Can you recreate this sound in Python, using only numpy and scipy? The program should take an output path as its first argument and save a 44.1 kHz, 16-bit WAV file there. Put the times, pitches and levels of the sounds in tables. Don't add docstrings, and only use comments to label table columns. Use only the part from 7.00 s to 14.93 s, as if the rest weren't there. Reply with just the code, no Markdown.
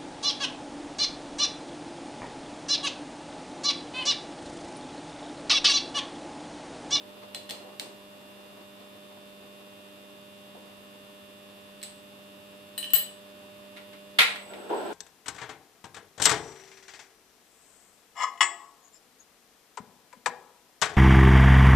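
import sys
import numpy as np
from scipy import signal
from scipy.fft import rfft, irfft, next_fast_len
from scipy.io import wavfile
from scipy.ndimage import map_coordinates

SR = 44100
rng = np.random.default_rng(int(sys.argv[2]) if len(sys.argv) > 2 else 0)


def master(y):
    cut = np.clip(np.atleast_2d(y).T, -1, 1)
    pcm = np.round(cut * 32767)
    wavfile.write(sys.argv[1], SR, pcm.astype(np.int16))


N = 349704
TIME = np.arange(N) / SR


def from_db(db):
    return 10 ** (np.asarray(db) / 20)


def rms_one(x):
    return x / np.sqrt(np.mean(x ** 2) + 1e-20)


def pan(db):
    return rms_one(from_db(np.array([[.5], [-.5]]) * db))


def at_hz(points, hz):
    freqs, values = np.transpose(points)
    return np.interp(np.log(np.maximum(hz, 1)), np.log(freqs), values)


def ramp(start_s, rise_s):
    return np.clip((TIME - start_s) / rise_s, 0, 1)


def since(start_s):
    return np.maximum(TIME - start_s, 0)


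def drift(rate_hz):
    knots = rng.standard_normal(N // 40)
    return map_coordinates(knots, [TIME * rate_hz], order=1, mode="wrap")


def convolve(x, response):
    return signal.oaconvolve(np.atleast_2d(x), np.atleast_2d(response), axes=1)[:, :N]


def colour(x, spectrum, size=4096):
    cepstrum = irfft(np.log(from_db(at_hz(spectrum, np.fft.rfftfreq(size, 1 / SR)))))
    causal = (np.arange(size) > 0) & (np.arange(size) < size // 2)
    response = irfft(np.exp(rfft(2 * cepstrum * causal)))
    return convolve(x, response / np.linalg.norm(response))


def clicks(times, db):
    out = np.zeros(N)
    out[np.round(np.asarray(times) * SR).astype(int)] = from_db(db)
    return out


def ring(force, hz, t60):
    radius, angle = from_db(-60 / (t60 * SR)), 2 * np.pi * hz / SR
    return signal.lfilter([.5, 0, -.5], [1, -2 * radius * np.cos(angle), radius ** 2], force + 1e-18)


def decay(force, t60):
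    retained = from_db(-120 / (t60 * SR))
    return np.sqrt(signal.lfilter([1 - retained], [1, -retained], force ** 2 + 1e-18))


# (frequency [Hz], left-right correlation [0-1])
ROOM_CORRELATION = [(40, 0.35), (130, 0.32), (300, 0.44), (640, 0.34), (1400, 0), (14000, 0.013)]
def stereo_noise(size):
    fast = next_fast_len(size)
    mid, side = rfft(rng.standard_normal((2, fast)))
    alike = at_hz(ROOM_CORRELATION, np.fft.rfftfreq(fast, 1 / SR))
    return irfft(np.sqrt(1 + alike) * mid + np.sqrt(1 - alike) * side * [[1], [-1]], fast)[:, :size]


# (frequency [Hz], T60 [s])
ROOM_DECAY = [(150, 0.54), (530, 0.94), (1400, 0.41), (3700, 0.38), (9000, 0.38), (14000, 0.2)]
def workshop(dry, wet_db, size=32768):
    hz, times, cells = signal.stft(stereo_noise(size), SR, nperseg=256)
    tail = signal.istft(cells * from_db(-60 * times / at_hz(ROOM_DECAY, hz)[:, None]), SR)[1]
    tail *= np.clip(TIME[:tail.shape[1]] / .006 - .3, 0, 1)
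    tail /= np.linalg.norm(tail, axis=1, keepdims=True)
    return dry + from_db(wet_db) * convolve(dry.mean(axis=0), tail)


def rattle(force, t60, wet_db):
    size = next_fast_len(N)
    spectrum, hz = rfft(stereo_noise(size)), np.fft.rfftfreq(size, 1 / SR)
    centres, room_t60s = np.transpose(ROOM_DECAY)
    tail = np.zeros((2, N))
    for band, room_t60 in zip(np.eye(len(centres)), room_t60s):
        band_noise = irfft(spectrum * at_hz(np.c_[centres, band], hz), size)[:, :N]
        tail += band_noise * decay(force, room_t60)
    return stereo_noise(N) * decay(force, t60) + from_db(wet_db) * tail


# (multiple of twice the mains rate, level [dB], pan [dB])
CORE_PARTIALS = [(1, -74, -8), (2, -58, 0), (3, -66, 1), (4, -63, -2), (5, -68, -8), (6, -55, -5),
                 (8, -70, 4), (11, -70, 10), (13, -71, 0), (15, -72, 0), (17, -74, -4), (18, -73, -4),
                 (25, -69, 3), (26, -70, 4), (27, -72, -5), (28, -64, -4), (29, -74, -10), (30, -73, 7),
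                 (32, -66, 3), (34, -73, 3), (35, -68, -10), (36, -68, -10), (37, -71, -6), (38, -73, -7)]
# (frequency [Hz], level [dB])
CORE_BUZZ = [(700, -84), (1500, -78.5), (2200, -79), (3300, -71), (4000, -81.5), (4600, -80), (6000, -89.5),
             (7300, -95)]
# (frequency [Hz], delay [s])
LEFT_DELAY = [(600, .00014), (800, .00043), (2600, .00049), (2800, .00038), (3200, .00045), (3400, .00028)]
def mains_hum(mains_hz=49.924, trim_db=.12, odd_db=-16, waver_db_at_1khz=.9):
    strong = {2 * round(multiple): (db, side) for multiple, db, side in CORE_PARTIALS}
    hand_near = ramp(.63, .46) - ramp(5.5, .46)
    out = np.zeros((2, N))
    for harmonic in [*range(2, 96), *range(96, 148, 2)]:
        hz = harmonic * mains_hz
        buzz_db = at_hz(CORE_BUZZ, hz) + odd_db * (harmonic % 2)
        db, pan_db = strong.get(harmonic, (buzz_db, rng.normal(0, 5)))
        phase = 2 * np.pi * (hz * TIME + rng.random())
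        lag = 2 * np.pi * hz * at_hz(LEFT_DELAY, hz) + rng.normal(0, 2.7) * (harmonic not in strong)
        waver_db = waver_db_at_1khz * np.sqrt(hz / 1000) * rng.standard_normal(24)
        gain = np.interp(TIME, np.linspace(0, N / SR, len(waver_db)), from_db(db + trim_db + waver_db))
        if harmonic == 12:
            gain *= from_db(2.5 * (1 - hand_near))
        out += np.sqrt(2) * pan(pan_db) * gain * np.sin([phase - lag, phase])
    return out


# (frequency [Hz], level [dB])
SHUFFLE_EQ = [(100, -35), (250, 2.5), (450, 2), (700, 1), (1050, 0.5), (1500, -11), (4000, -12),
              (9000, -35)]
def arm_shuffle(reach_db=-56, settle_db_per_s=2.1, rest_db=-62.5, flutter_db=2.5):
    level_db = np.maximum(reach_db - settle_db_per_s * TIME, rest_db)
    return from_db(level_db + flutter_db * drift(52)) * colour(stereo_noise(N), SHUFFLE_EQ)


# (frequency [Hz], level [dB])
AIR_EQ = [(25, -14), (55, -13.5), (110, 0.5), (170, 0), (300, 3.5), (450, -6.5), (700, -17), (1100, -3),
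          (1500, -8.5), (3500, -12), (5000, -14.5), (6300, -19.5), (7500, -15), (14000, -14.5)]
def room_air(level_db=-58):
    return from_db(level_db) * colour(stereo_noise(N), AIR_EQ)


def key_ring(modes, times, ring_db, tilt_db):
    out = np.zeros((2, N))
    for hz, db, t60, pan_db in modes:
        force = clicks(times, ring_db + db + tilt_db * np.log2(hz / 6000))
        out += pan(pan_db) * ring(force, hz, t60)
    return out


# (time [s], click level [dB], ring level [dB], ring tilt [dB/octave])
SOCKET_HITS = [(0.347, -14, -34, -9.5), (0.4927, -22, -42, -14.5), (0.498, -17, -45, -13),
               (.508, -11.5, -41, -11), (0.7969, -9.5, -46, -7), (4.816, -29, -51, -10),
               (4.829, -19, -34, 7), (4.8348, -16, -34, 7)]
# (frequency [Hz], level [dB])
SOCKET_EQ = [(100, -83), (500, -51), (1300, 1), (1900, 10), (3000, 11.5), (4400, 14), (5800, 4),
             (7000, 5.5), (8400, 10), (9700, 3), (12000, -5), (14400, 6.5)]
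# (frequency [Hz], level [dB], T60 [s], pan [dB])
HELD_KEY_MODES = [(1860, -28.5, 0.074, -2), (2970, -12, 0.034, -2), (3430, -6.5, 0.031, 4),
                  (4070, -7, 0.095, 0), (4170, -10.5, .1, 0), (4840, -18.5, 0.06, 0),
                  (7900, -7.5, 0.063, 0), (8370, -8, 0.082, 0), (8560, -12, 0.1, 0), (8850, -16, 0.098, -2)]
def key_in_socket():
    times, click_db, ring_db, tilt_db = np.transpose(SOCKET_HITS)
    click = colour(rattle(clicks(times, click_db), t60=.016, wet_db=-.5), SOCKET_EQ)
    return click + workshop(key_ring(HELD_KEY_MODES, times, ring_db, tilt_db), wet_db=-2.5)


# (time [s], level [dB])
HAND_HITS = [(.355, -21.5), (0.504, -15.5), (.645, -16.5), (.805, -15.5), (3.549, -18)]
# (frequency [Hz], level [dB])
HAND_EQ = [(100, -25), (250, -1.5), (450, 6), (700, 1), (900, 0.5), (1300, -14), (4000, -28), (9000, -40)]
def hand_bumps():
    force = clicks(*np.transpose(HAND_HITS))
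    return colour(stereo_noise(N) * decay(force, t60=.56), HAND_EQ)


# (time [s], click level [dB], flatwise ring [dB], edgewise ring [dB], ring tilt [dB/octave])
TABLE_BOUNCES = [(5.7787, -12.5, -26, -35, 0.5), (5.829, -27, -50, -41, -9.5),
                 (5.843, -32, -44.5, -39.5, -9.5), (5.9046, -30, -40, -43, -4),
                 (5.9348, -3, -31, -20.5, 6.5), (5.953, -3, -29, -33.5, -4)]
# (frequency [Hz], level [dB])
TABLE_EQ = [(100, -51), (500, -4.5), (1300, -6.5), (1900, -3.5), (3000, 1.5), (4400, 1.5), (6000, -10),
            (8400, 5), (10000, -2), (14400, 0.5)]
# (frequency [Hz], level [dB], T60 [s], pan [dB])
KEY_FLATWISE = [(1828, -16, 0.099, -1), (4016, -5, 0.11, 20), (4080, -14, 0.077, 4), (8260, -9, 0.067, 17),
                (8850, -7, 0.069, 4)]
KEY_EDGEWISE = [(2968, 3, 0.072, -10), (3054, -6, 0.053, 0), (7880, -8, 0.18, 7), (14410, 4, 0.1, 16)]
def key_drop():
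    times, click_db, flatwise_db, edgewise_db, tilt_db = np.transpose(TABLE_BOUNCES)
    clack = colour(rattle(clicks(times, click_db), t60=.07, wet_db=1.3), TABLE_EQ)
    flatwise = key_ring(KEY_FLATWISE, times, flatwise_db, tilt_db)
    edgewise = key_ring(KEY_EDGEWISE, times, edgewise_db, tilt_db)
    return clack + workshop(flatwise + edgewise, wet_db=.5)


# (time [s], level [dB])
SWITCH_CONTACTS = [(6.765, -27), (6.77, -21.5), (6.931, -26.5), (7.186, 4), (7.189, 10), (7.194, -2.5),
                   (7.2045, 6), (7.216, 3.5), (7.358, -16), (7.536, -23)]
# (frequency [Hz], level [dB])
HOUSING_EQ = [(60, -55), (190, -7.5), (300, -24), (460, -7), (950, -1), (1600, 4), (2000, 11), (2450, 9.5),
              (2950, 5), (3800, 6), (4800, -4), (5900, -12), (9800, -12), (14000, -16)]
# (frequency [Hz], level [dB], T60 [s], pan [dB])
PANEL_MODES = [(452.5, -52, 0.3, 4), (764, -49, .2, 0), (1090, -48, 0.33, 2), (1393, -35.5, .22, -10),
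               (1924, -36, .17, 6), (2115, -38, .17, 0), (2380, -35, .14, -6), (2790, -43, .18, 0),
               (3440, -49, .09, 4)]
def switchgear():
    force = clicks(*np.transpose(SWITCH_CONTACTS))
    panels = sum(pan(side) * from_db(db) * ring(force, hz, t60) for hz, db, t60, side in PANEL_MODES)
    return colour(rattle(force, t60=.075, wet_db=.5), HOUSING_EQ) + panels


def inverter_whine(on_s, load_s, switching_hz=7980, width_hz=75, base_db=-60.5, swell_db_per_s=29):
    surge_db = 10 * np.exp(-since(on_s) / .2)
    level_db = base_db + surge_db + swell_db_per_s * since(load_s)
    carrier = np.exp(2j * np.pi * switching_hz * TIME)
    wobbles = [drift(width_hz) + 1j * drift(width_hz) for side in range(2)]
    whine = np.array([rms_one(np.real(carrier * wobble)) for wobble in wobbles])
    return ramp(on_s, .04) * from_db(level_db) * whine


# (frequency [Hz], level [dB])
RUMBLE_EQ = [(60, -32), (140, -32), (210, -7), (310, -1), (390, 7.5), (480, 1.5), (620, 0.5), (900, -2.5),
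             (1200, -18), (1360, -3), (1900, -18.5), (3500, -19), (6000, -34), (14000, -37)]
def gear_rumble(creep_s, engage_s, creep_db=-47, run_db=-38.5, rough_db=.1):
    creep = from_db(creep_db) * ramp(creep_s, .04)
    run = from_db(run_db) * ramp(engage_s, .0098)
    roughness = from_db(rough_db * drift(100))
    return colour(np.hypot(creep, run) * roughness * stereo_noise(N), RUMBLE_EQ)


# (time [s], level [dB])
TOOTH_HITS = [(7.701, -7.5), (7.7102, -5), (7.7272, -1.5), (7.762, -8), (7.853, -13), (7.892, -12.5)]
# (frequency [Hz], level [dB])
TOOTH_EQ = [(80, -46), (220, -14.5), (390, 3.5), (600, -6), (800, 0.5), (1020, -2), (1250, -27),
            (3500, -30.5), (8000, -73)]
def gear_knocks():
    force = clicks(*np.transpose(TOOTH_HITS))
    return colour(rattle(force, t60=.13, wet_db=-2.5), TOOTH_EQ)


def scene():
    engage_s = 7.69
    bed = mains_hum() + arm_shuffle() + room_air()
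    handling = key_in_socket() + hand_bumps() + key_drop()
    electrics = switchgear() + inverter_whine(on_s=7.275, load_s=engage_s)
    gears = gear_rumble(creep_s=7.47, engage_s=engage_s) + gear_knocks()
    return bed + handling + electrics + gears


def record(dry, cutoff_hz=14550):
    return signal.sosfilt(signal.ellip(12, .1, 80, cutoff_hz, fs=SR, output="sos"), dry)


dry = scene()
out = record(dry)
master(out)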